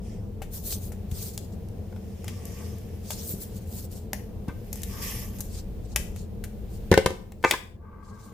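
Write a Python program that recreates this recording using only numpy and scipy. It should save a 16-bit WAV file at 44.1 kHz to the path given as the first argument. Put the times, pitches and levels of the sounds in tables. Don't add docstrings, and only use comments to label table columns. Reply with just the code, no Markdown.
import sys
import numpy as np
from scipy import signal
from scipy.fft import rfft, irfft, next_fast_len
from scipy.io import wavfile
from scipy.ndimage import uniform_filter1d, map_coordinates

SR = 44100
rng = np.random.default_rng(int(sys.argv[2]) if len(sys.argv) > 2 else 0)


def digitize_waveform(pressure):
    field = np.atleast_2d(pressure).T
    bounded = np.clip(field, -1, 1)
    quanta = np.round(bounded * 32767).astype(np.int16)
    wavfile.write(sys.argv[1], SR, quanta)


N = 367353

# pitch in Hz, level in dB, seconds to fall 60 dB.
TABLE_MODES = [(81, -2, 0.04), (153, -10, 0.079), (196, -12, .12), (343, -14, 0.021), (382, 1.5, 0.08),
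               (460, 4.5, 0.056), (518, 2.5, 0.084), (730, -5, 0.033)]


def amp(db):
    return 10 ** (np.asarray(db) / 20)


def unit(x):
    return x / np.sqrt(np.mean(x ** 2) + 1e-20)


def peak1(x):
    return x / np.max(np.abs(x))


def along(points, hz):
    f, v = np.transpose(points)
    return np.interp(np.log(hz + 1), np.log(f + 1), v)


def wobble(rate):
    at = np.arange(0, N + 16, 16)
    knots = rng.standard_normal(int(N * rate / SR) + 4)
    return np.interp(np.arange(N), at, map_coordinates(knots, [at * rate / SR]))


def filtered(x, response):
    n = x.shape[-1]
    m = next_fast_len(n + min(n // 4, 8192))
    return irfft(rfft(x, m) * response(np.fft.rfftfreq(m, 1 / SR)), m)[..., :n]


def resonance(hz, centre, width):
    return 1j * hz * width / (centre ** 2 - hz ** 2 + 1j * hz * width)


def rush(spectrum, alike, grit_db):
    pair = rng.standard_normal((2, N)) * amp(grit_db * wobble(600))
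    turn = lambda hz: np.arccos(np.clip(along(alike, hz), -1, 1)) / 2
    mid, side = filtered(pair, lambda hz: amp(along(spectrum, hz)) * [np.cos(turn(hz)), np.sin(turn(hz))])
    return unit(np.array([mid + side, mid - side]))


def pan(left_db):
    return amp([[left_db / 2], [-left_db / 2]])


def add(track, s, sound):
    part = track[:, round(s * SR):][:, :sound.shape[1]]
    part += sound[:, :part.shape[1]]


def swells(rows, roundness=1.43):
    peak_s, rise_s, fall_s, *levels_db = np.transpose(rows)[..., None]
    at = np.arange(0, N, 32)
    after = at / SR - peak_s
    under_db = 20 * np.where(after < 0, -after / rise_s, after / fall_s) ** roundness
    powers = [np.sum(amp(db - under_db) ** 2, axis=0) for db in levels_db]
    return [np.interp(np.arange(N), at, np.sqrt(power)) for power in powers]


def patchy(x, depth_db):
    bands = signal.stft(x, nperseg=256)[2]
    field = uniform_filter1d(rng.standard_normal(bands.shape[1:]), 5, axis=0)
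    field = uniform_filter1d(field, 9, axis=1)
    return signal.istft(bands * amp(depth_db * unit(field)), nperseg=256)[1][:, :N]


def ring(modes, t):
    return peak1(sum(amp(db + rng.normal(0, 2.1) - 60 * t / t60)
                     * np.sin(2 * np.pi * hz * rng.normal(1, .025) * t) for hz, db, t60 in modes))


def room(x, wet_db):
    # frequency in Hz, seconds for the tail to fall 60 dB.
    decay = [(200, 0.76), (2000, 0.4), (10000, 0.38)]
    # frequency in Hz, relative level of the tail in dB.
    colour = [(300, -8.5), (2500, 1), (8000, -1)]
    hz, t, bands = signal.stft(rng.standard_normal((2, SR // 4)), SR, nperseg=256)
    fade = amp(along(colour, hz)[:, None] - 60 * t / along(decay, hz)[:, None])
    tail = signal.istft(bands * fade, SR, nperseg=256)[1]
    response = np.pad(tail * amp(wet_db), ((0, 0), (SR // 200, 0)))
    response[:, 0] += 1
    response[:, round(.0115 * SR)] += amp(-17)
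    return signal.fftconvolve(x, response, axes=1)


def room_tone():
    # frequency in Hz, relative level in dB.
    duct_spectrum = [(32, -38), (55, -16), (82, 0), (121, -8.5), (140, -17.5), (205, -6), (258, -22.5),
                     (336, -19), (361, -22.5), (457, -16.5), (560, -26.5), (728, -30), (906, -36.5),
                     (1800, -54.5), (2340, -77), (3960, -120)]
    throb_spectrum = [(8, -18), (20, -5.5), (33, 4.5), (50, 4.5), (62, 5.5), (90, -71)]
    hiss_spectrum = [(900, -22.5), (1500, -8), (2700, -8.5), (4750, -12.5), (9000, -16), (12100, -13.5),
                     (15500, -9), (15900, -56.5)]
    # frequency in Hz, left-right likeness of the rumble (1 is mono).
    duct_alike = [(30, 0.97), (150, 0.99), (300, 0.62), (1500, 0.34)]
    rumble = amp(-37 + 0.92 * wobble(27)) * rush(duct_spectrum, duct_alike, grit_db=-0.5)
    throb = amp(-42 + 3.9 * wobble(0.34)) * rush(throb_spectrum, [(30, 0.86)], grit_db=0)
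    hiss = amp(-62 + 2.6 * wobble(1.7)) * rush(hiss_spectrum, [(2000, 0.12), (10000, 0.063)], grit_db=0)
    return pan(1.7) * (rumble + throb) + hiss


def tape_strokes():
    # peak time, rise and fall in seconds, roll and peel levels in dB.
    pulls = [(.074, 0.1, 0.24, -58, -70), (2.29, 0.088, 0.24, -53.5, -68.5), (2.47, 0.016, 0.9, -55, -58),
             (2.66, 0.9, 0.16, -53, -59), (4.77, 0.039, 0.1, -50.5, -54.5), (4.94, 0.24, 0.44, -50, -67),
             (5.03, .022, 0.21, -36.5, -37.5), (5.18, 0.5, 0.17, -44.5, -42),
             (5.37, 0.07, 0.037, -55.5, -49)]
    # frequency in Hz, relative level in dB.
    roll_spectrum = [(940, -34), (1600, -32), (1750, -5.5), (2170, -8.5), (2400, -8.5), (3210, -10),
                     (3520, -12.5), (4110, -17.5), (5290, -5), (5760, -7.5), (10000, -13.5), (13000, -40),
                     (22000, -120)]
    peel_spectrum = [(5000, -13), (7000, -12), (9870, -20.5), (10300, -1.5), (12200, 3.5), (15200, -3),
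                     (15800, -52)]
    roll_gain, peel_gain = swells(pulls)
    roll = roll_gain * rush(roll_spectrum, [(2000, 0.4), (8000, 0.085)], grit_db=0.5)
    peel = peel_gain * rush(peel_spectrum, [(10000, .3)], grit_db=3.3)
    return patchy(roll + peel, depth_db=1.8)


def clicks():
    # start in seconds, snap and case levels in dB, case pitch in Hz, table level in dB,
    # seconds for snap and tick to fall 60 dB.
    touches = [(0.4182, -35, -34.5, 1980, -28.5, 0.1), (0.7238, -26.5, -26, 4440, -36, 0.039),
               (0.919, -36, -42.5, 1800, -40, 0.081), (1.113, -30.5, -40, 3300, -54, 0.069),
               (1.3763, -20, -23.5, 4820, -37, 0.025), (1.6856, -39, -53, 1270, -52, .014),
               (1.962, -52, -42.5, 1217, -39, .03), (2.2428, -31.5, -36, 1770, -37.5, 0.031),
               (2.2793, -26.5, -28.5, 2400, -41.5, 0.055), (2.4533, -24.5, -49.5, 5480, -56, 0.025),
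               (2.7827, -37.5, -68, 2290, -51, 0.04), (3.105, -22.5, -21.5, 3720, -25.5, 0.031),
               (3.118, -26.5, -34.5, 4000, -40, 0.026), (3.915, -37, -47, 6000, -60, 0.012),
               (4.1314, -12, -20, 1740, -24, 0.02), (4.4797, -48.5, -49.5, 1810, -34.5, 0.15),
               (4.7285, -18.5, -50.5, 3970, -41, 0.034), (4.7571, -23.5, -55.5, 4920, -43, 0.0073),
               (4.818, -27, -58, 5000, -60, .015), (4.8326, -21, -30.5, 3520, -51, 0.03),
               (5.02, -33, -43, 3500, -48.5, .02), (5.3843, -33, -44.5, 2200, -47.5, 0.12),
               (5.405, -18, -50, 4800, -41, 0.049), (5.9597, -6, -11.5, 2200, -23.5, 0.033),
               (6.1605, -36, -41, 2230, -49.5, 0.043), (6.4386, -27, -29.5, 2080, -58, 0.057),
               (7.3198, -35, -35.5, 2000, -37, .027), (7.427, -35.5, -33.5, 2200, -44.5, 0.047),
               (7.5097, -4, 2, 2550, -11.5, 0.022)]
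    # frequency in Hz, relative level of the snap in dB.
    snap_spectrum = [(1200, -15.5), (2500, -13), (4000, -11.5), (7000, 1), (9000, -3.5), (12000, 1),
                     (15300, -7), (16000, -27)]
    out, t = np.zeros((2, N)), np.arange(SR // 10) / SR
    for s, snap_db, case_db, case_hz, table_db, t60 in touches:
        bend = 1 - np.exp(-(t / .0011) ** 2)
        crack = .8 * np.exp(-((t - .0014) / .0003) ** 2)
        burst = rng.standard_normal((3, len(t))) * (bend * amp(-60 * t / t60) + crack)
        stereo_burst = burst[:2] + burst[1::-1] / 4
        snap = peak1(filtered(stereo_burst, lambda hz: amp(along(snap_spectrum, hz))))
        tick = peak1(filtered(burst[2], lambda hz: resonance(hz, case_hz, width=.6 * case_hz)))
        tap = ring(TABLE_MODES[3:], 1.6 * t) * (1 - np.exp(-t / 0.00013))
        sound = amp(snap_db) * snap + amp(case_db) * tick + amp(table_db) * tap
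        add(out, s, room(sound * pan(4.5), wet_db=-39))
    return out


def card_slides(split_hz=9500):
    # peak time, rise and fall in seconds, rasp and sizzle levels in dB.
    slides = [(.545, 0.043, 0.18, -47.5, -40.5), (.675, .07, 0.13, -40, -31.5),
              (.74, 0.065, 0.048, -36.5, -34.5), (.86, 0.073, .05, -49.5, -41.5),
              (1.19, .08, 0.21, -39.5, -36), (1.524, 0.0069, .04, -52.5, -58),
              (3.12, 0.091, 0.33, -40.5, -43), (3.305, 0.078, .05, -40.5, -26.5),
              (3.429, 0.079, .07, -45.5, -37), (3.567, .15, .08, -53, -51), (3.795, 0.14, .09, -45, -39),
              (3.93, 0.034, .13, -50.5, -50.5), (5.45, 0.037, .08, -58, -49),
              (5.585, 0.14, .05, -42.5, -50.5), (5.93, 0.13, .04, -52.5, -69.5),
              (6.01, 0.033, .1, -54, -58), (6.22, 0.11, .05, -49, -59), (6.726, 0.039, .12, -54, -53),
              (7.505, 0.075, .1, -31.5, -54.5), (8.05, .04, 0.26, -51, -77), (8.25, 0.12, .12, -49.5, -56)]
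    # frequency in Hz, relative level of the friction in dB.
    card_spectrum = [(600, -45.5), (1000, -11.5), (2000, -15.5), (4380, -2), (5630, -2), (7250, 1),
                     (10500, -4), (15400, -0.5), (15900, -54.5)]
    rasp_gain, sizzle_gain = swells(slides)
    fibres = rush(card_spectrum, [(2000, 0.29), (10000, 0.085)], grit_db=1.16)
    sizzle = filtered(fibres, lambda hz: 1 / (1 + (split_hz / (hz + 1)) ** 6))
    friction = rasp_gain * (fibres - sizzle) + sizzle_gain * sizzle
    return amp(3.1 * wobble(40)) * pan(1.1) * patchy(friction, depth_db=2.2)


def knocks():
    # start in seconds, table, thud, shell and rattle levels in dB, contact in milliseconds.
    blows = [(1.117, -43, -11.5, -57, -45, 8.3), (1.925, -34, -48, -41.5, -57.5, 1.6),
             (3.338, -22.5, -21.5, -65, -82, 3.7), (4.483, -15, -21.5, -33, -44, 5),
             (5.396, -49, -19.5, -45, -52, 0.85), (5.997, -28.5, -23, -56, -60, 2.1),
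             (6.9151, 0.5, -1, -12, -18.5, 2.15), (6.926, -18.5, -7.5, -8.5, -26.5, 0.59),
             (6.94, -7, -31, -9, -19, 0.45), (6.9763, 1.5, -8, -7.5, -16, 0.28),
             (7.0601, -5, -7.5, -9.5, -13, 1.1), (7.105, -16, -38, -28, -33.5, .8),
             (7.4391, -19, -51, -0.5, -49, 2.2), (7.448, -3.5, -45, 1.5, -48.5, 0.32),
             (7.521, -16.5, -30, -17, -30, 2.2), (7.536, -15.5, -51, -8, -21, 2.2)]
    # pitch in Hz, level in dB, seconds to fall 60 dB.
    shell_modes = [(874, -5, 0.032), (1046, 11.5, 0.012), (1230, -10.5, 0.12), (1528, 7, 0.026),
                   (1735, -3, 0.055), (2000, -3.5, 0.047), (2230, -18.5, 0.14), (2645, -11, 0.054),
                   (3050, -21.5, .025), (3215, -25.5, 0.079)]
    rattle_band = lambda hz: hz / (hz + 1500) / (1 + (hz / 5000) ** 2) * (hz < 15700)
    bass_cut = lambda hz: (1j * hz / (1j * hz + 70)) ** 2
    out, t = np.zeros((2, N)), np.arange(SR // 6) / SR
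    for s, table_db, thud_db, shell_db, rattle_db, contact_ms in blows:
        contact_s = contact_ms / 1000
        push = np.hanning(int(contact_s * SR) + 3)
        struck = lambda modes: peak1(np.convolve(ring(modes, t), push)[:len(t)])
        table = -amp(table_db) * struck(TABLE_MODES[3:]) - amp(thud_db) * struck(TABLE_MODES[:3])
        landing = np.exp(-t[:1500] / (3 * contact_s)) * (1 - np.exp(-t[:1500] / contact_s))
        chatter = rng.standard_normal((2, 1500)) * landing
        chatter = chatter + 0.66 * chatter[::-1]
        shell = peak1(signal.fftconvolve(ring(shell_modes, t)[None], chatter, axes=1)[:, :len(t)])
        rattle = unit(filtered(rng.standard_normal((2, len(t))), rattle_band))
        sound = table + amp(shell_db) * shell + amp(rattle_db - 60 * t / 0.032) * rattle
        add(out, s, room(filtered(sound, bass_cut) * pan(2.1), wet_db=-39.5))
    return out


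def table_drag():
    # peak time, rise and fall in seconds, level in dB.
    drags = [(2.27, .03, 0.37, -59.5), (2.59, 0.18, 0.27, -57), (4.96, 0.092, .45, -48.5),
             (7.85, 0.057, 2.2, -46)]
    # centre and width in Hz, gain per pass in dB.
    resonances = [(854, 75, 5), (1153, 150, 7.5), (1584, 77, 5), (2105, 450, -3.5)]
    gain, = swells(drags)
    board = lambda hz: sum((-1) ** k * amp(db) * resonance(hz, centre, width)
                           for k, (centre, width, db) in enumerate(resonances))
    friction = rush([(500, 0)], [(1000, 0.56)], grit_db=3.0)
    hum = filtered(friction, lambda hz: board(hz) ** 2)
    return gain * pan(4.2) * unit(hum)


def gain_control(x, loud_db=-21, down_db_per_s=58.5, lag_s=0.089, return_s=2.0):
    power = uniform_filter1d(np.mean(x ** 2, axis=0), SR // 50)
    level_db = 10 * np.log10(np.abs(power) + 1e-12)
    loud = 1 / (1 + amp(4 * (loud_db - level_db)))
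    lag, back = np.exp(-1 / (lag_s * SR)), np.exp(-1 / (return_s * SR))
    lagged = signal.lfilter([1 - lag], [1, -lag], loud)
    down_db = signal.lfilter([down_db_per_s / SR], [1, -back], lagged)
    return x * amp(-down_db)


def scene():
    return room_tone() + card_slides() + tape_strokes() + table_drag() + clicks() + knocks()


def record(dry, top_hz=16500):
    held = gain_control(dry)
    soft = held / (1 + np.abs(held) ** 8) ** (1 / 8)
    return filtered(soft, lambda hz: hz < top_hz)


dry = scene()
out = record(dry)
digitize_waveform(out)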